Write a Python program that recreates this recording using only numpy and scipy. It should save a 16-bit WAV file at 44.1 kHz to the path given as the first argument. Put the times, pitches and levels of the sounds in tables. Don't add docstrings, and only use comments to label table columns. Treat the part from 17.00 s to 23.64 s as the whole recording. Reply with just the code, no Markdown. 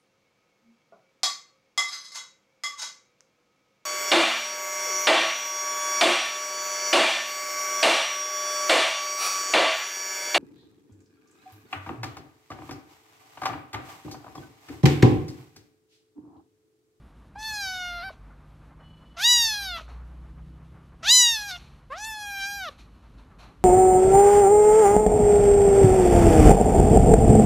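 import sys
import numpy as np
from scipy import signal
from scipy.fft import rfft, irfft
from scipy.io import wavfile
from scipy.ndimage import uniform_filter1d, minimum_filter1d

SR = 44100
rng = np.random.default_rng(int(sys.argv[2]) if len(sys.argv) > 2 else 0)


def rack_gain(trim_db):
    fader = np.asarray(trim_db, float)
    return 10 ** (fader / 20)


def put_to_file(sound):
    columns = np.atleast_2d(sound).T
    safe = np.clip(columns, -1, 1)
    whole_steps = np.round(safe * 32767)
    wavfile.write(sys.argv[1], SR, whole_steps.astype(np.int16))


N = 292824

# t/s, voice level/dB, jaw opening as mouth resonance lift/dB,
# tongue forward as lip resonance lift/dB, mouth f/Hz
MOUTH_1 = [(.348, -47.5, -63, -15, 3500), (.39, -45.5, -14, 11.5, 4050), (.456, -37.5, 2.5, -11, 4020),
           (.544, -32.5, -8, 2.5, 4500), (.636, -32, -1.5, -7.5, 3960), (.76, -35, -5.5, -4, 3800),
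           (.86, -33, -5.5, -10.5, 3084), (1.088, -36, -17.5, -20, 4656), (1.12, -31, -16, -20, 4150)]
MOUTH_2 = [(2.161, -46, -5, -6, 3530), (2.204, -30.5, -7, -2.5, 3340), (2.253, -30.5, 13.5, -12, 3920),
           (2.322, -32.5, 17, -6.5, 3940), (2.47, -34, 9.5, -7.5, 4090), (2.6, -32, -2.5, -11.5, 3734),
           (2.66, -38, 2.5, -9, 3940), (2.766, -33, -4, -14, 3280), (2.824, -26, -6, -7, 3200)]
MOUTH_3 = [(4.022, -40.5, -11.5, 2, 3300), (4.078, -27, 5.5, -12, 3540), (4.111, -33.5, 21, -5.5, 4040),
           (4.184, -28.5, 13.5, 2.5, 3930), (4.284, -34, 14, -6.5, 3670), (4.455, -35, -8.5, -3.5, 3730),
           (4.509, -36, -3, -1, 3860), (4.558, -39.5, -1, -18, 3256), (4.59, -41, 2, 9, 3200)]
MOUTH_4 = [(4.895, -46.5, -32, 2, 3080), (4.927, -30, -34, -23, 3050), (4.973, -44, -3.5, -3.5, 3420),
           (5.051, -35.5, -9.5, 10.5, 3170), (5.16, -39, -5, -3.5, 3750), (5.362, -33, -5.5, -8, 3050),
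           (5.44, -30, -1.5, -10.5, 3150), (5.552, -34.5, -8, 0.5, 3830),
           (5.704, -33.5, -10.5, -13.5, 3330)]
# t/s, pitch f/Hz
MELODIES = [
    [(0.358, 783), (0.388, 858), (0.462, 884), (0.594, 817), (0.672, 759.3), (0.87, 710), (1.022, 694.6),
     (1.048, 785), (1.115, 742)],
    [(2.188, 678), (2.228, 833), (2.248, 940), (2.3, 984.5), (2.44, 919.5), (2.528, 841.6), (2.574, 824),
     (2.646, 781), (2.8, 633)],
    [(4.041, 643), (4.093, 920), (4.131, 1015), (4.289, 936.7), (4.345, 894), (4.373, 851), (4.489, 799.4),
     (4.519, 724.6), (4.575, 699)],
    [(4.914, 519), (4.994, 832), (5.068, 886), (5.262, 815.6), (5.424, 782), (5.5, 808), (5.575, 805),
     (5.642, 731), (5.695, 561)],
]
# fundamental level/dB, release/s, top level/dB, time until top is full/s, hoarseness level/dB
VOICES = [
    (-29.5, 0.033, -28.5, 0.1, 4),
    (-32.5, 0.059, -23.5, .03, 2.5),
    (-33, 0.029, -27.5, .03, 5),
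    (-29, 0.014, -26.5, 0.19, -3),
]
# start t/s, end t/s, noise level re tone/dB
RASPS = [(.34, .40, -14), (.42, .44, -20), (.70, .78, -20), (.975, 1.02, -11), (1.015, 1.05, -5),
         (1.09, 1.13, -5), (2.14, 2.195, 3), (2.195, 2.245, -12), (2.52, 2.6, -23), (2.62, 2.68, -21),
         (2.775, 2.84, 8), (4.0, 4.048, 5), (4.048, 4.105, -12), (4.33, 4.42, -22), (4.495, 4.53, -6),
         (4.555, 4.6, -2), (4.89, 4.965, -5), (4.965, 5.0, -8), (5.27, 5.32, -22), (5.37, 5.47, -21),
         (5.64, 5.72, -11)]
# t/s, peak level/dB, f/Hz
SMACKS = [
    (0.4294, -30, 4270),
    (1.0302, -53.5, 4540),
    (4.5121, -25.5, 3850),
    (4.9846, -33.5, 5970),
    (5.0484, -29.5, 4300),
    (5.6869, -32.5, 3920),
]
# t/s, peak level/dB, f/Hz
CREAKS = [
    (0.359, -36, 900),
    (1.095, -35, 1090),
    (1.104, -34.5, 644),
    (2.784, -32.5, 1164),
    (2.797, -31, 1377),
    (2.81, -40, 617),
    (2.88, -43, 1390),
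    (4.574, -46, 829),
    (5.692, -38, 535),
]
# delay t/s, level/dB
ECHOES = [(.0011, -26.5), (.0027, -23.5), (.0046, -22.5)]
# t/s, level/dB, t60/s, dull part level/dB
RUSTLES = [(1.105, -38, 0.16, -71), (2.8, -36, 0.23, -60), (4.575, -40, 0.66, -69),
           (5.689, -36.5, 0.24, -56), (2.8797, -44, 0.38, -47), (5.78, -35.5, 0.22, -53),
           (5.9, -60, 1.5, -80), (6.0209, -56, 0.29, -64.5), (6.1344, -57, 0.2, -64),
           (6.175, -46, 0.24, -54.5), (6.2984, -65.5, 0.37, -63), (6.3834, -37.5, 0.41, -56.5),
           (6.429, -55.5, 0.26, -52)]
# f/Hz, level per Hz/dB
RUSTLE_COLOUR = [(1060, -30), (1800, -12), (2420, 1), (3400, -6.5), (4290, 0), (4860, -15), (5970, -9.5),
                 (7720, -19), (13000, -24)]
# t/s, firing f/Hz, level/dB
ENGINE = [(.6, 44.55, -77), (.95, 45.42, -66), (1.47, 49.92, -61), (2.3, 54.42, -73.5), (2.69, 57.8, -65.5),
          (3.0, 60, -61.5), (3.46, 63.14, -60), (3.95, 66.16, -62), (4.3, 67.06, -71), (4.7, 70.9, -59.5),
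          (5.3, 72.5, -99)]
# multiple of firing rate, level/dB
ENGINE_ORDERS = [(1, 3.5), (2, -0.5), (2.5, -9), (3, -6.5), (5, -14.5)]
# f/Hz, width f/Hz, lift level/dB
WALL_MODES = [(60, 8.2, 16.5), (129, 8.3, 5.5), (157.5, 20, 18.5), (320, 25, 8)]
# f/Hz, width f/Hz (unused), level/dB
HORN = [(2350, 20, -15), (2960, 34, 4), (3360, 35, -10), (4210, 34, -10), (5200, 82, -27.5)]
# t/s, level/dB
HORN_LEVEL = [
    (1.78, -106),
    (1.81, -70.5),
    (1.95, -68.5),
    (2.17, -73),
    (2.22, -87),
]
# t/s, level/dB
RUMBLE = [(0.0, -50.5), (1.09, -51.5), (2.4, -51.5), (3.12, -49.5), (3.9, -50.5), (4.4, -55.5), (4.64, -51),
          (4.86, -54.5), (5.5, -52), (6.64, -50)]
# f/Hz, level per Hz/dB
RUMBLE_COLOUR = [(12, -44), (20, -11.5), (33, -10), (51, 9), (75, -4.5), (97, -4), (118, -5.5), (265, -10),
                 (443, -21), (500, -22), (650, -28), (1100, -120)]
# f/Hz, level per Hz/dB
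AIR_COLOUR = [(240, -33), (400, -9), (640, -6), (687, -5.5), (1180, -3.5), (1470, -8.5), (2600, -21),
              (3380, -53), (5720, -120)]
# f/Hz, level per Hz/dB
HISS_COLOUR = [(1060, -31), (1800, -8), (2530, -8), (2810, -6.5), (3160, -8), (4360, -12), (4700, -15),
               (13000, -22)]

THROAT_SHARPNESS, MOUTH_WIDTH_HZ, LIP_WIDTH_HZ = 1.31, 1625, 1800
LIP_HZ, LIP_HZ_PER_DB = 5857, 45
TOP_HZ, TOP_WIDTH_HZ, TOP_START_DB = 12200, 8000, -30
TOP_FOLLOWS_MOUTH, TOP_FOLLOWS_TONGUE, TOP_DB_PER_OCTAVE, MID_PITCH_HZ = 0.46, 0.28, 13, 787
LOUD_DB, FUNDAMENTAL_FOLLOWS = -31, 0.61
SLACK_HZ, SLACK_SPREAD_HZ, SLACK_TOP_DB = 750, 12, -6.5
SHUT_DB, SHUT_TOP_LOSS = -12, 1
ATTACK_S, EDGE_DB = .01, -27
NASAL_HZ, NASAL_WIDTH_HZ, NASAL_LEFT_DB = 3200, 240, -8
BREATH_DB = -25.5
ROOM_T60_S, ROOM_DB = .45, -27
SWELL_S, RUSTLE_LOSS_DB = .014, -13
LINGER_DB, LINGER_FOLLOWS, LINGER_T60_S = -65.5, 0.22, 1.8
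AIR_DB, AIR_DB_PER_S, ENGINE_AIR_DB, HISS_DB = -63, -0.37, -13, -73
RUMBLE_PATCHY_DB, HISS_PATCHY_DB = .7, 1.1
MASK_DB, CUTOFF_HZ, LIMIT = -38, 13150, .7
CONTROL_STEP = 8


def rms_one(x):
    return x / np.sqrt(np.mean(x ** 2) + 1e-20)


def in_time(rows):
    s, *columns = np.transpose(rows)
    return [np.interp(np.arange(N) / SR, s, c) for c in columns]


def drift(rate_hz):
    count = int(N / SR * rate_hz * 2) + 2
    steps = np.interp(np.linspace(0, count - 1, N), np.arange(count), rng.standard_normal(count))
    return rms_one(uniform_filter1d(steps, int(SR / rate_hz / 4) + 1))


def coloured(spectrum, patchy_db):
    hz = np.arange(1, N // 2 + 2) * SR / N
    at_hz, level_db = np.transpose(spectrum)
    gain = rack_gain(np.interp(np.log(hz), np.log(at_hz), level_db, -100, -100))
    noise = irfft(rfft(rng.standard_normal(N)) * gain, N)
    return rms_one(noise * rack_gain(patchy_db * drift(11)))


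def resonance(hz, centre_hz, width_hz):
    return 1 / (1 + 1j * centre_hz / width_hz * (hz / centre_hz - centre_hz / hz)) ** 2


def ring(clicks, hz, t60_s):
    r, w = rack_gain(-60 / (t60_s * SR)), 2 * np.pi * hz / SR
    return signal.lfilter([0, np.sin(w)], [1, -2 * r * np.cos(w), r * r], clicks)


def meow(rows, melody, fundamental_db, release_s, bright_db, bright_s, hoarse_db):
    s, *columns = np.transpose(rows)
    start, count = round(s[0] * SR), round((s[-1] - s[0]) * SR / CONTROL_STEP)
    t = (start + CONTROL_STEP * np.arange(count + 1)) / SR
    throat_db, opening_db, tongue_db, mouth_hz = [
        uniform_filter1d(np.interp(t, s, c), 50, mode="nearest") for c in columns]
    pitch = uniform_filter1d(np.interp(t, *np.transpose(melody)), 130, mode="nearest")
    jitter = .0024 * drift(45) + .002 * drift(13)
    pitch = pitch * (1 + jitter[::CONTROL_STEP][:len(t)])

    mouth_db = throat_db + opening_db
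    loud_db = np.maximum(mouth_db - LOUD_DB, 0)
    lip_db, lip_hz = mouth_db + tongue_db, LIP_HZ + LIP_HZ_PER_DB * loud_db
    top_db = bright_db + TOP_FOLLOWS_MOUTH * mouth_db + TOP_FOLLOWS_TONGUE * (tongue_db + 3)
    top_db = top_db + TOP_DB_PER_OCTAVE * np.log2(pitch / MID_PITCH_HZ)
    top_db = top_db + SLACK_TOP_DB / (1 + np.exp((pitch - SLACK_HZ) / SLACK_SPREAD_HZ))
    top_db = top_db + SHUT_TOP_LOSS * np.minimum(opening_db - SHUT_DB, 0)
    top_db = top_db + TOP_START_DB * np.clip(1 - (t - s[0]) / bright_s, 0, 1)

    order = np.arange(1, 27)[:, None]
    hz = order * pitch
    heights = 0
    for sign, level_db, centre_hz, width_hz in [
            (0.88, throat_db, 1.8 * pitch, 1.8 * pitch / THROAT_SHARPNESS),
            (-0.96, mouth_db, mouth_hz, MOUTH_WIDTH_HZ),
            (1, lip_db, lip_hz, LIP_WIDTH_HZ),
            (-0.85, top_db, TOP_HZ, TOP_WIDTH_HZ)]:
        shape = resonance(hz, centre_hz, width_hz)
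        heights = heights + sign * rack_gain(level_db) * shape / np.sqrt(np.sum(abs(shape) ** 2, axis=0) / 2)
    heights[0] *= rack_gain(fundamental_db + FUNDAMENTAL_FOLLOWS * loud_db - throat_db)
    edge = np.maximum(1 - (t - s[0]) / ATTACK_S, 1 - (s[-1] - t) / release_s)
    heights *= rack_gain(EDGE_DB * np.clip(edge, 0, 1))
    heights = roughened(heights, order, hz, t, mouth_db, loud_db, hoarse_db)

    wave = partial_sum(heights, pitch)
    out = np.zeros(N)
    out[start:][:len(wave)] = wave * signal.windows.tukey(len(wave), .012)
    return out


def roughened(heights, order, hz, t, mouth_db, loud_db, hoarse_db):
    patches = drift(14)[(order * 9001 + CONTROL_STEP * np.arange(len(t))) % N]
    depth_db = -7 / (1 + loud_db / 6) * np.clip(hz / 4500, 0, 1.25) ** 2
    fading = rack_gain(depth_db * np.maximum(patches, 0))
    nasal = np.sqrt(resonance(hz, NASAL_HZ, NASAL_WIDTH_HZ))
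    fading = fading * (1 - (1 - rack_gain(NASAL_LEFT_DB)) * nasal)

    rasp = sum(rack_gain(level_db) * ((t > a) & (t < b)) for a, b, level_db in RASPS)
    rasp = uniform_filter1d(rasp, 150)
    slack_db = np.clip(-.4 * (mouth_db + 35), -9, 3)
    breath_db = BREATH_DB + hoarse_db + slack_db + 3 * drift(16)[::CONTROL_STEP][:len(t)]
    breath = rack_gain(breath_db) * (np.minimum(hz, 10000) / 4000) ** 1.4
    breath = breath + rasp * (hz / 4000) ** 1.1

    white = rng.standard_normal((2, len(order), len(t)))
    lowpass = signal.butter(2, 420, fs=SR / CONTROL_STEP)
    smear = signal.lfilter(*lowpass, white[0] + 1j * white[1])
    noise = breath * rms_one(abs(smear)) * smear / abs(smear)
    return heights * (fading + noise) / np.sqrt(1 + breath ** 2)


def partial_sum(heights, pitch):
    at, share = np.divmod(np.arange((len(pitch) - 1) * CONTROL_STEP) / CONTROL_STEP, 1)
    at = at.astype(int)
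    turn = np.exp(2j * np.pi * np.cumsum(pitch[at] + share * np.diff(pitch)[at]) / SR)
    wave = 0
    for height in heights[::-1]:
        wave = (wave + height[at] + share * np.diff(height)[at]) * turn
    return -wave.real


def mouth_noises(events, cycles):
    out, click = np.zeros(N), np.eye(1, 1500)[0]
    for s, peak_db, hz in events:
        shape = ring(ring(click, hz, cycles / hz), hz, .3 * cycles / hz)
        out[round(s * SR):][:1500] += rack_gain(peak_db) * shape / abs(shape).max()
    return out


def room(x):
    t = np.arange(int(ROOM_T60_S * SR)) / SR
    tail = signal.lfilter([1], [1, -.6], rng.standard_normal(len(t)))
    tail = tail * rack_gain(-60 * t / ROOM_T60_S) * (t > .008)
    response = rack_gain(ROOM_DB) * tail / np.sqrt(np.sum(tail ** 2))
    response[0] = 1
    for late_s, level_db in ECHOES:
        response += rack_gain(level_db) * np.sinc((t - late_s) * SR)
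    return signal.fftconvolve(x, response)[:N]


def lingering(mouths):
    t, out = np.arange(N) / SR, 0
    for s, voice_db, opening_db, *_ in map(np.transpose, mouths):
        build = np.clip((t - s[0]) / (s[-1] - s[0]), 0, 1)
        decay = rack_gain(-60 * np.maximum(t - s[-1], 0) / LINGER_T60_S)
        loudest_db = np.max(voice_db + opening_db)
        out = out + rack_gain(LINGER_DB + LINGER_FOLLOWS * loudest_db) * build * decay
    return out


def rustles():
    t, bright, dull = np.arange(N) / SR, 0, 0
    for s, level_db, t60_s, dull_db in RUSTLES:
        age = np.maximum(t - s, 0)
        swell = (1 - np.exp(-age / SWELL_S)) * rack_gain(-60 * age / t60_s)
        bright = bright + rack_gain(level_db + RUSTLE_LOSS_DB) * swell
        dull = dull + rack_gain(dull_db - 1.5) * swell
    return bright * coloured(RUSTLE_COLOUR, patchy_db=0.0), dull


def engine():
    firing_hz, loud_db = in_time(ENGINE)
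    phase, out = 2 * np.pi * np.cumsum(firing_hz) / SR, 0
    for k, order_db in ENGINE_ORDERS:
        wall_db = sum(lift_db * abs(resonance(k * firing_hz, hz, width_hz))
                      for hz, width_hz, lift_db in WALL_MODES)
        level_db = loud_db + order_db + wall_db + .6 * drift(12)
        out = out + np.sqrt(2) * rack_gain(level_db) * np.sin(k * phase)
    return out


def horn():
    t = np.arange(N) / SR
    beat = 1 + .75 * np.exp(1j * (2 * np.pi * 24 * t + 3 * drift(9)))
    lines = sum(rack_gain(level_db + 1.5 * drift(15)) * np.exp(2j * np.pi * hz * t) for hz, _, level_db in HORN)
    return rack_gain(in_time(HORN_LEVEL)[0]) * (lines * beat).real


def rumble():
    return rack_gain(in_time(RUMBLE)[0] + 0.5) * coloured(RUMBLE_COLOUR, patchy_db=RUMBLE_PATCHY_DB)


def room_air(extra):
    t = np.arange(N) / SR
    air = rack_gain(AIR_DB + AIR_DB_PER_S * t) + rack_gain(in_time(ENGINE)[1] + ENGINE_AIR_DB) + extra
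    hiss = rack_gain(HISS_DB) * coloured(HISS_COLOUR, patchy_db=HISS_PATCHY_DB)
    return air * coloured(AIR_COLOUR, patchy_db=2.16) + hiss


def scene():
    mouths = [MOUTH_1, MOUTH_2, MOUTH_3, MOUTH_4]
    voice = sum(meow(rows, melody, *own) for rows, melody, own in zip(mouths, MELODIES, VOICES))
    kitten = voice + mouth_noises(SMACKS, cycles=17.0) + mouth_noises(CREAKS, cycles=15.0)
    rustle, dull = rustles()
    street = engine() + horn() + rumble()
    mix = room(kitten) + rustle + room_air(lingering(mouths) + dull) + street
    return np.tile(mix, (2, 1))


def masked(x):
    spectra = signal.stft(x, nperseg=1024, noverlap=768)[2]
    power = uniform_filter1d(abs(spectra) ** 2, size=3, axis=1)
    valley = uniform_filter1d(minimum_filter1d(power, size=3, axis=0), size=5, axis=0)
    strongest = -minimum_filter1d(-power, size=41, axis=0)
    keep = valley > rack_gain(2 * MASK_DB) * strongest
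    keep[:42] = True
    return signal.istft(spectra * keep, nperseg=1024, noverlap=768)[1][:N]


def limited(x):
    level_db = 20 * np.log10(abs(x) / LIMIT + 1e-9)
    fall_db = 60 * np.arange(N) / SR
    held_db = np.maximum.accumulate(level_db + fall_db) - fall_db
    x = x * uniform_filter1d(rack_gain(-np.maximum(held_db, 0)), size=64)
    return x / (1 + (x / .61) ** 12) ** (1 / 12)


def top_cut(x):
    return signal.sosfilt(signal.butter(12, 15350, fs=SR, output="sos"), x)


def record(dry):
    lowpass = signal.ellip(12, 1, 70, CUTOFF_HZ, fs=SR, output="sos")
    x = limited(signal.sosfilt(lowpass, masked(dry[0])))
    highpass = signal.butter(2, 12000, "high", fs=SR, output="sos")
    side = rack_gain(-15) * drift(60) * signal.sosfilt(highpass, x)
    return top_cut(np.array([x + side, x - side]))


dry = scene()
out = record(dry)
put_to_file(out)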